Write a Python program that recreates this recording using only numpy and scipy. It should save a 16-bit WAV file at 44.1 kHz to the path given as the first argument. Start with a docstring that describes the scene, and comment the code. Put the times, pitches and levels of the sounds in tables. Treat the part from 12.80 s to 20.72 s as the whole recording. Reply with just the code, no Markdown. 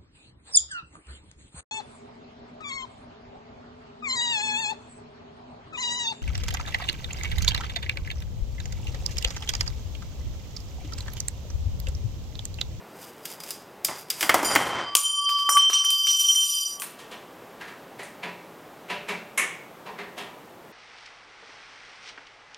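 """A rasp comes and goes with sharp clicks, then a clatter, a drop, bounces and a rolling metallic ring.
A hand tube cutter grinds round a steel tube, breaks through and tumbles with it onto a workbench.
The cut-off length bounces and rolls on the floor, ringing with its bending and wall modes.
Then, farther away in a bare room, a tube is fitted onto a metal frame with light knocks.
Filtered noise makes the friction and blows; decaying, fluttering sine modes make the ring."""
import sys
import numpy as np
from scipy import signal
from scipy.fft import rfft, irfft, next_fast_len
from scipy.io import wavfile
from scipy.ndimage import uniform_filter1d, map_coordinates

SR = 44100
rng = np.random.default_rng(int(sys.argv[2]) if len(sys.argv) > 2 else 0)


def put_to_file(sound):
    """Save the sound as 16-bit audio at rate SR, in the file named by the first command-line argument."""
    columns = np.atleast_2d(sound).T  # one column per channel
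    safe = np.clip(columns, -1, 1)
    whole_steps = np.round(safe * 32767)
    wavfile.write(sys.argv[1], SR, whole_steps.astype(np.int16))


N = 349272
TIME = np.arange(N) / SR

# the loose tube's modes, one family a line: second bend, first bend, oval, wall, third bend,
# fourth bend, shimmer: (frequency [Hz], relative level [dB])
TUBE_FAMILIES = [
    [(3111, 1.5)],
    [(1151, 2.6)],
    [(4696, -15), (4764, -5.5), (4807, -10.5), (4833, -11), (4909, -14.5), (4955, -10)],
    [(5270, -9), (5320, -1.5), (7838, -8.5), (8539, 1.5)],
    [(5825, 1), (5973, -12.5), (6030, -15)],
    [(7092, -1), (9035, -7), (9075, 2.5), (9117, -10.5), (10212, -15), (10296, -8)],
    [(12172, -5.5), (12274, 2.5), (12694, -5), (13330, -15), (13404, -13), (13534, 0.5), (13975, -19.5),
     (14093, -9), (14427, -22), (14850, -12.5)],
]
# how hard the tube rolls on the floor: (time [s], relative level [dB])
ROLL_FORCE = [(2.2, -33.5), (2.95, -15.5), (3.15, -7), (3.45, -2), (3.72, 0.5), (3.9, -7), (4.02, -25)]


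def amp(db):
    """Decibels to gain."""
    return 10 ** (np.asarray(db) / 20)


def unit(x):
    """Scale to rms 1."""
    return x / np.sqrt(np.mean(np.abs(x) ** 2) + 1e-20)


def along(points, hz):
    """Read (Hz, value) points on a log frequency axis."""
    f, v = np.transpose(points)
    return np.interp(np.log(hz + 1), np.log(f + 1), v)


def gains(rows):
    """One gain per sample for each dB column, silent outside the rows."""
    s, *columns = np.transpose(rows)
    curves = [np.interp(TIME, s, column, left=-120, right=-120) for column in columns]
    return [uniform_filter1d(amp(curve), size=64) for curve in curves]


def held(start, attack, end, t60):
    """Attack, hold and release, as a gain; times in seconds."""
    rise = np.clip((TIME - start) / attack, 0, 1)
    return rise * amp(-60 * np.maximum(TIME - end, 0) / t60)


def dying(rows, attack=.002):
    """Gain of (time [s], level [dB], t60 [s]) excitations that die away and add in power."""
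    power = np.zeros(N)
    for s, db, t60 in rows:
        first = round(s * SR)
        t = TIME[:N - first][:2 * SR]
        gain = np.minimum(t / attack, 1) * amp(db - 60 * t / t60)
        power[first:first + len(t)] += gain ** 2
    return np.sqrt(power)


def wobble(rate):
    """A smooth random curve, rate knots a second."""
    knots = rng.standard_normal(4096)
    coarse_time = TIME[::32]
    curve = map_coordinates(knots, [coarse_time * rate], mode="wrap")
    return np.interp(TIME, coarse_time, curve)


def coloured(x, spectrum, modes=()):
    """Causal minimum-phase filter: a broad spectrum with resonances standing on it."""
    size = 2 * next_fast_len(len(x) // 2 + 2048)
    hz = np.fft.rfftfreq(size, 1 / SR)
    peaks = 1 + sum(amp(db) ** 2 / (1 + (2 * (hz - f) / width) ** 2) for f, width, db in modes)
    cepstrum = irfft(np.log(amp(along(spectrum, hz)) * np.sqrt(peaks)))
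    # folding the cepstrum forward in time makes the response causal
    cepstrum[1:size // 2] *= 2
    cepstrum[size // 2 + 1:] = 0
    return irfft(rfft(x, size) * np.exp(rfft(cepstrum)))[:len(x)]


def grains(rate, spread_db):
    """Tiny slips at random moments, rate a second and of uneven size, rms 1."""
    slips = rng.random(N) < rate / SR
    sizes = rng.standard_normal(N) * amp(spread_db * rng.standard_normal(N))
    return unit(slips * sizes)


def room_tail():
    """A fresh second of reverberation with energy 1; treble dies first."""
    # bare room's decay: (frequency [Hz], t60 [s])
    room_decay = [(150, 0.54), (1000, 0.56), (2500, 0.52), (7000, 0.42), (15000, 0.19)]
    hz, t, z = signal.stft(rng.standard_normal(SR), SR, nperseg=256)
    decayed = z * amp(-60 * t / along(room_decay, hz)[:, None])
    tail = signal.istft(decayed, SR, nperseg=256)[1][:SR]
    return tail / np.linalg.norm(tail)


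def blows(rows, spectrum, modes, t60, lead, chatter_db, room_db, size, spot_db=0):
    """Each blow is a brief lead-in, a push, chatter and room answer, levelled over its first size samples."""
    # low, mid and high bands: (lower edge [Hz], upper edge [Hz])
    band_edges = [(80, 1200), (1200, 4000), (4000, 16000)]
    bands = [signal.butter(4, edges, "band", fs=SR, output="sos") for edges in band_edges]
    start = SR // 40  # room for the lead-in ahead of the push
    out, t = np.zeros(N + SR), (np.arange(SR) - start) / SR
    for s, low_db, mid_db, high_db, *spot_hz in rows:
        envelope_db = -60 * np.maximum(t / t60, -t / lead)
        chatter = rng.standard_normal(SR) * amp(4.9 * rng.standard_normal(SR) + envelope_db)
        chatter /= np.linalg.norm(chatter)
        push = t == 0
        answer = np.roll(room_tail(), start)
        force = push + amp(chatter_db) * chatter + amp(room_db) * answer
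        # the struck spot may add a hollow resonance of its own
        spot = [(hz, 0.21 * hz, spot_db) for hz in spot_hz]
        body = coloured(force, spectrum, list(modes) + spot)
        # how hard the contact is decides the share of lows, mids and highs
        for band, db in zip(bands, (low_db, mid_db, high_db)):
            part = signal.sosfilt(band, body)
            out[round(s * SR) - start:][:SR] += amp(db) * part / np.std(part[start:start + size])
    return out[:N]


def background():
    """The rush of the room is coloured noise that sinks away while the tube rings."""
    # colour of the rush: (frequency [Hz], density [dB per Hz])
    air_colour = [(15, -58), (25, -22.5), (70, -20), (161, -5.5), (229, -7), (394, -3.5), (659, -6.5),
                  (818, -6.5), (1160, -10.5), (1440, -13), (4030, -24.5), (4370, -26.5), (10700, -32.5),
                  (13200, -28.5), (16000, -32.5)]
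    # its fall and return: (time [s], level [dB])
    air_level = [(0, -46.5), (1.35, -48.5), (2.2, -64), (2.9, -58), (3.1, -100), (3.7, -75), (3.93, -51.5),
                 (4.3, -46), (7.92, -47)]
    level, = gains(air_level)
    rush = unit(coloured(rng.standard_normal(N), air_colour))
    return level * rush * amp(0.12 * wobble(7.9))


def frame():
    """Knocks on the distant metal frame and the snap of its bracket arrive mostly as reverberation."""
    # distant knocks; the first row, at 4.02 s, gives the cut tube's last touch on the floor a bright,
    # reverberant answer: (time [s], relative low, mid, high level [dB], spot resonance [Hz])
    taps = [(4.0205, -52.5, -42.5, -41.5, 10200), (4.1908, -73, -48, -52.5, 3060),
            (4.3159, -46.5, -42.5, -53.5, 3140), (4.8107, -60, -39, -57.5, 1630),
            (4.8793, -60, -44, -60, 1750), (5.194, -44, -40, -53, 2050.0),
            (5.2322, -72, -57, -49.5, 9000.0), (5.4332, -39, -34, -55.5, 2300.0),
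            (6.0871, -59, -46, -61, 2200.0), (6.1012, -36.0, -31, -50, 2670),
            (6.2876, -35, -30.5, -45.5, 2360), (7.0641, -41, -42.5, -63, 1010),
            (7.1887, -41.5, -37.5, -60, 2030), (7.3795, -40, -37.5, -48, 3106)]
    # the frame's colour: (frequency [Hz], density [dB per Hz])
    frame_colour = [(60, -23), (120, -14), (200, 3.5), (320, -8.5), (750, 5.5), (1400, -7), (2100, -6),
                    (2900, -9.5), (3600, -10.5), (4700, -7.5), (6500, -4.5), (10500, -7), (12500, -9.5),
                    (15500, -35.5)]
    # its resonances: (frequency [Hz], width [Hz], level [dB])
    frame_modes = [(177, 4.9, 19), (217, 4.1, 15), (405, 30, 20.5), (529, 5.5, 11.5), (590, 3.2, 21),
                   (710, 5.3, 10.5), (940, 30, 3.5), (983, 15, 13.5), (1653, 6, 12), (1840, 7.3, 13.5),
                   (2300, 8.1, 13), (2680, 12, 15)]
    # the tube snaps home in its bracket and rebounds: (time [s], relative low, mid, high level [dB])
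    seating = [(6.5763, -38, -22.5, -27), (6.5902, -37, -31.5, -35)]
    # the bracket's colour: (frequency [Hz], density [dB per Hz])
    bracket_colour = [(29, -75), (50, -38), (167, -21), (408, -10.5), (439, -23), (483, -10), (822, -14),
                      (1070, -9), (1430, -14), (2160, -1), (3000, -12), (4560, -30.5), (6240, -17.5),
                      (10900, -15), (14500, -37), (16000, -57)]
    # its resonances: (frequency [Hz], width [Hz], level [dB])
    bracket_modes = [(168, 11, 15), (1090, 23, 7), (1790, 40, 6), (2020, 29, -5), (2164, 23, 2),
                     (2228, 15, 10)]
    knocks = blows(taps, frame_colour, frame_modes, t60=0.35, lead=0.04,
                   chatter_db=11.5, room_db=13.0, size=1760, spot_db=9)
    snap = blows(seating, bracket_colour, bracket_modes, t60=0.12, lead=0.0064,
                 chatter_db=13, room_db=18, size=1760)
    return amp(-1.1) * knocks + amp(-1.8) * snap


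def bench():
    """Cutter and tube knock on the bench; a sustained low rumble and a bright rattle follow the knocks."""
    # the cutter knocks, the tube parts and both land: (time [s], relative low, mid, high level [dB])
    bench_knocks = [(1.0856, -39.5, -39, -60), (1.428, -34, -25.5, -28.5), (1.494, -24, -16, -26.5),
                    (1.5431, -17, -29, -24.5), (1.6302, -27, -46, -36), (1.7526, -31, -30, -26.5),
                    (1.7597, -21.5, -17.5, -29.5)]
    # colours of the knocks, the low rumble and the bright rattle: (frequency [Hz], density [dB per Hz])
    bench_colour = [(29, -44.5), (50, -29.5), (189, -22), (298, -5), (520, -12), (572, -5.5), (1150, -10),
                    (1240, -7.5), (2880, -12), (3180, -8), (3670, -22), (4790, -14.5), (6550, -13),
                    (9410, -16.5), (16000, -18.5)]
    rumble_colour = [(24, -57), (40, -14.5), (263, -4), (598, -1), (668, -1), (974, 2.5), (1480, -2.5),
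                     (2070, -10), (2950, -11.5), (3150, -11), (3940, -16.5), (4800, -16.5), (8000, -25.5),
                     (10400, -44), (17600, -120)]
    rattle_colour = [(2500, -36), (4500, -3.5), (7000, 3), (10000, 5), (14000, -1), (16000, -26)]
    # the bench's resonances: (frequency [Hz], width [Hz], level [dB])
    bench_modes = [(115, 7.5, 9), (592, 36, -7.5), (850, 31.4, 0), (1320, 44, -15.5), (2054, 200, 7.5)]
    tail_start_s = 1.344
    # the rumble dies away after every knock, over a sustained part
    knocked = dying([(s, -32, 0.35) for s, *levels in bench_knocks])
    sustained = amp(-30) * held(tail_start_s, attack=0.27, end=2.011, t60=0.41)
    rumble_level = np.hypot(knocked, sustained)
    rattle_level = amp(-40.5) * held(tail_start_s, attack=0.04, end=1.86, t60=0.34)
    unevenness = amp(2.2 * wobble(45.06))
    rumble_noise = unit(coloured(grains(rate=5000, spread_db=1.5), rumble_colour, bench_modes))
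    rattle_noise = unit(coloured(grains(rate=7600, spread_db=-0.5), rattle_colour))
    low_rumble = amp(-0.5) * rumble_level * unevenness * rumble_noise
    bright_rattle = amp(-2.0) * rattle_level * unevenness * rattle_noise
    knocks = blows(bench_knocks, bench_colour, bench_modes, t60=0.05, lead=0.0048,
                   chatter_db=8, room_db=0, size=880)
    return low_rumble + bright_rattle + amp(-0.5) * knocks


def cutter():
    """The wheel grinds along its groove and snaps over burrs; the gloved hand damps the tube."""
    # the wheel and rollers snap on the tube: (time [s], relative low, mid, high level [dB])
    clicks = [(0.4549, -79, -44.5, -37.5), (0.5163, -59, -69, -50.5), (0.6035, -63, -52, -44.5),
              (0.6366, -57, -51, -43.5), (0.6638, -60.5, -57, -52.5), (0.7068, -66.5, -50, -35),
              (1.0481, -52, -39.5, -23.5), (1.3029, -74, -37.5, -27), (1.397, -64, -55.5, -50),
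              (1.4093, -50.5, -33, -30.5)]
    # the hand pushes the wheel round: (time of hardest push [s], relative level [dB], length [s])
    strokes = [(.235, -44.5, 0.28), (.5, -41.5, 0.18), (.7, -40, 0.2), (1.19, -44, 0.16),
               (1.45, -31.5, 0.19)]
    # the cutter's colour: (frequency [Hz], density [dB per Hz])
    cutter_colour = [(100, -32.5), (700, -11), (1350, -14.5), (2050, -10.5), (2450, -9.5), (3600, -11),
                     (4150, -16), (4900, -11), (7500, -10), (11500, -11), (13500, -10.5), (16000, -19)]
    # wall modes of the held tube: (frequency [Hz], width [Hz], level [dB])
    gripped_modes = [(4840, 40, 14.5), (5100, 64, 7), (13300, 230, 4.5)]
    edge_db = 20.5  # a stroke's ends lie this far below its middle
    pressure = sum(amp(db - edge_db * np.abs(TIME - s) / (length / 2)) for s, db, length in strokes)
    grinding = unit(coloured(grains(rate=5300, spread_db=4.5), cutter_colour, gripped_modes))
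    rasp = grinding * pressure * amp(0.5 + 1.5 * wobble(40))
    snaps = blows(clicks, cutter_colour, gripped_modes, t60=0.04, lead=.008,
                  chatter_db=5.0, room_db=0.5, size=880)
    return rasp + amp(1.1) * snaps


def rolling():
    """The tube's rim clicks on the hard floor, skids and grinds over grit, coloured by the tube's modes."""
    # the tube touches the floor and skids: (time [s], relative low, mid, high, skid level [dB])
    bounces = [(2.152, -28.5, -34, -12.5, -57), (2.169, -74, -46, -22, -53.5),
               (2.4917, -44, -38.5, -42.5, -47.5), (2.586, -45, -46, -49, -53),
               (2.6905, -22, -32, -35.5, -63), (2.7697, -42, -28, -50, -44), (2.899, -33.5, -40, -38, -41),
               (2.9311, -52, -36, -48, -38.5), (3.0433, -62, -40.5, -47.5, -48),
               (3.1045, -81, -47, -27, -47), (3.2693, -87, -39, -38.5, -38), (3.308, -88, -47.5, -39, -51),
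               (3.3962, -77, -54, -32, -46), (3.404, -82, -56.5, -35, -46), (3.4861, -77, -76, -52, -54),
               (3.5483, -85, -48, -42, -56), (3.999, -59, -63, -36.5, -73), (4.02, -62, -36, -38.5, -72)]
    # colours of the floor contacts, the rim's scrape and the fine grit: (frequency [Hz], density [dB per Hz])
    floor_colour = [(60, -11.5), (150, -30.5), (300, -9.5), (480, -1), (700, -1.5), (1100, 10), (2500, 13),
                    (4000, -6), (7000, 0.5), (10500, 0.5), (14000, -11), (16000, -14.5)]
    scrape_colour = [(150, -56), (600, -37.5), (1500, -25.5), (2800, 23.5), (4000, 18), (6500, 18),
                     (9000, -9.5), (14000, -45.5)]
    fine_colour = [(4000, -52), (7000, -1), (9500, 12.5), (11500, 0.5), (14500, 9.5), (16000, -19.5)]
    roll, = gains(ROLL_FORCE)
    skid = dying([(s, skid_db, 0.38) for s, *levels, skid_db in bounces], attack=.006)
    # sharp, bright contacts kick up fine grit; their highs count only up to a top level
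    spray_top_db, spray_db, spray_t60_s = -34, -7, 0.3
    spray = dying([(s, min(high_db, spray_top_db) + spray_db, spray_t60_s)
                   for s, low_db, mid_db, high_db, skid_db in bounces])
    scrape = np.hypot(amp(-50.5) * roll, skid)
    fine = np.hypot(amp(-50.5) * roll, spray)
    stirred = [(hz, 0.0079 * hz, 11.5 + 0.52 * db) for family in TUBE_FAMILIES for hz, db in family]
    rim_noise = unit(coloured(grains(rate=6700, spread_db=3.5), scrape_colour, stirred))
    grit_noise = unit(coloured(grains(rate=8600, spread_db=2.5), fine_colour, stirred))
    contacts = [row[:-1] for row in bounces]
    bends = [(hz, 0.07 * hz, 10) for hz, db in TUBE_FAMILIES[0] + TUBE_FAMILIES[1]]
    rim_clicks = blows(contacts, floor_colour, bends, t60=0.018, lead=.001,
                       chatter_db=2.5, room_db=-4.5, size=880)
    return amp(10.0) * scrape * rim_noise + amp(10.0) * fine * grit_noise + amp(-2.5) * rim_clicks


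def struck_anew(times, dbs, t60s):
    """Gain of a ring that dies away until the next blow replaces it."""
    gain = np.zeros(N)
    for s, db, t60 in zip(times, dbs, t60s):
        first = round(s * SR)
        gain[first:] = amp(db - 60 * TIME[:N - first] / t60)
    return uniform_filter1d(gain, size=64)


def ring_levels():
    """One gain for each family of modes, from blows that die away and from rolling or set level curves."""
    # blows restart the oval, wall, third, fourth and shimmer rings, and add to the second bend:
    # (time [s], relative second bend, oval, wall, third bend, fourth bend level [dB],
    # t60 at the reference pitch [s])
    strikes = [(1.647, -32.5, -27.5, -42, -35.5, -31, 1), (1.76, -39, -45, -49, -47, -41, 0.73),
               (2.152, -41, -38, -50, -37, -28.5, 1.6), (2.694, -44, -48, -28, -24.5, -25.5, 0.6),
               (2.769, -19, -47, -36, -27, -33, 0.49), (2.931, -16, -55, -36, -20, -38, 0.42),
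               (3.047, -17, -47, -49, -19.5, -30.5, 0.2), (3.269, -22, -35, -36.5, -22, -57, 0.8),
               (3.485, -17, -47, -39, -23, -55, 0.81)]
    # the second bend carries the ring: (time [s], relative level [dB])
    second_bend = [(1.64, -33), (1.65, -39.5), (2.13, -39.5), (2.15, -43), (2.23, -35.5), (2.27, -24.5),
                   (2.34, -31.5), (2.45, -24), (2.73, -30.5), (2.85, -13.5), (2.88, -22.5), (3.44, -26),
                   (3.49, -24), (3.55, -27.5), (3.59, -21.5), (3.74, -32.5), (3.77, -27), (4.02, -53)]
    # the first bend hums and swells: (start [s], relative level [dB], attack [s], end of hold [s], t60 [s])
    bend_swells = [(1.946, -44.5, 0.13, 2.98, 4.15), (2.36, -29.5, 0.11, 2.677, 1.01),
                   (2.745, -16.5, 0.032, 2.772, 0.08)]
    # rolling feeds the wall, third bend, fourth bend and shimmer: relative level [dB]
    roll_ring = [-42.5, -28.5, -35.5, -42.5]
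    roll, = gains(ROLL_FORCE)
    # the oval modes swell once a turn, when they face the microphone
    turn_s, facing_s, swing_db = 0.63, 3.18, 10
    turning = amp(-41 + swing_db * np.cos(2 * np.pi * (TIME - facing_s) / turn_s))
    fed = [turning * held(start=2, attack=0.1, end=3.9, t60=0.55)]
    # the families above are fed unevenly
    fed += [roll * amp(db + 1.5 * wobble(4.76)) for db in roll_ring]
    times, second, oval, wall, third, fourth, t60 = np.transpose(strikes)
    kicks = dying([(s, db, 0.22) for s, db in zip(times, second)])  # the second bend's extra ring
    first = np.linalg.norm([amp(db) * held(s, *shape) for s, db, *shape in bend_swells], axis=0)
    levels = [np.hypot(gains(second_bend)[0], kicks), first * amp(1.6 * wobble(13))]
    shimmer = fourth - 6.5
    fade = held(start=0, attack=.01, end=3.92, t60=.25)
    reference_hz, slope = 7200, 1.8  # higher modes die sooner by this power
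    for family, struck_db, rolled in zip(TUBE_FAMILIES[2:], (oval, wall, third, fourth, shimmer), fed):
        centre_hz = np.mean([hz for hz, db in family])
        struck = struck_anew(times, struck_db, t60 * (reference_hz / centre_hz) ** slope)
        levels.append(np.hypot(struck * fade, rolled))
    return levels


def flutter(hz, depth):
    """The turning tube sweeps modes through the room's standing waves: higher ones flutter faster and deeper."""
    rate = 21 * (hz / 3000) ** .7
    slow = wobble(rate) + 1j * wobble(rate)
    fast = wobble(3 * rate) + 1j * wobble(3 * rate)
    echoes = depth * (hz / 3000) ** 0.32 * (slow + 1.08 * fast)
    # the moving tube smears each mode's phase [rad]
    phase = 0.7 * np.sqrt(hz / 3000) * wobble(15)
    field = (1 + echoes) * np.exp(1j * phase)
    power = np.abs(uniform_filter1d(np.abs(field) ** 2, size=3600))
    return field / np.sqrt(power + 1e-6)


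def ringing():
    """The tube's families of modes ring as sines and flutter as it turns."""
    out = np.zeros(N)
    for family, level in zip(TUBE_FAMILIES, ring_levels()):
        on = level > amp(-110)
        for hz, db in family:
            # each mode's level wavers slowly at random, more so at higher pitch
            share = amp(db + hz / 4500 * (wobble(8) - 1.56))
            envelope = share * level * flutter(hz, depth=0.48)
            out[on] += np.real(envelope[on] * np.exp(2j * np.pi * hz * TIME[on]))
    return out


def scene():
    """All sources reach one microphone, alike in both channels."""
    mono = background() + frame() + bench() + cutter() + rolling() + amp(3.5) * ringing()
    return np.array([mono, mono])


def record(dry):
    """Peaks clip at full scale, then everything from the band limit up is removed."""
    top_hz = 16000
    size = next_fast_len(N + 4096)
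    hz = np.fft.rfftfreq(size, 1 / SR)
    return irfft(rfft(np.clip(dry, -1, 1), size) * (hz < top_hz), size)[:, :N]


dry = scene()
out = record(dry)
put_to_file(out)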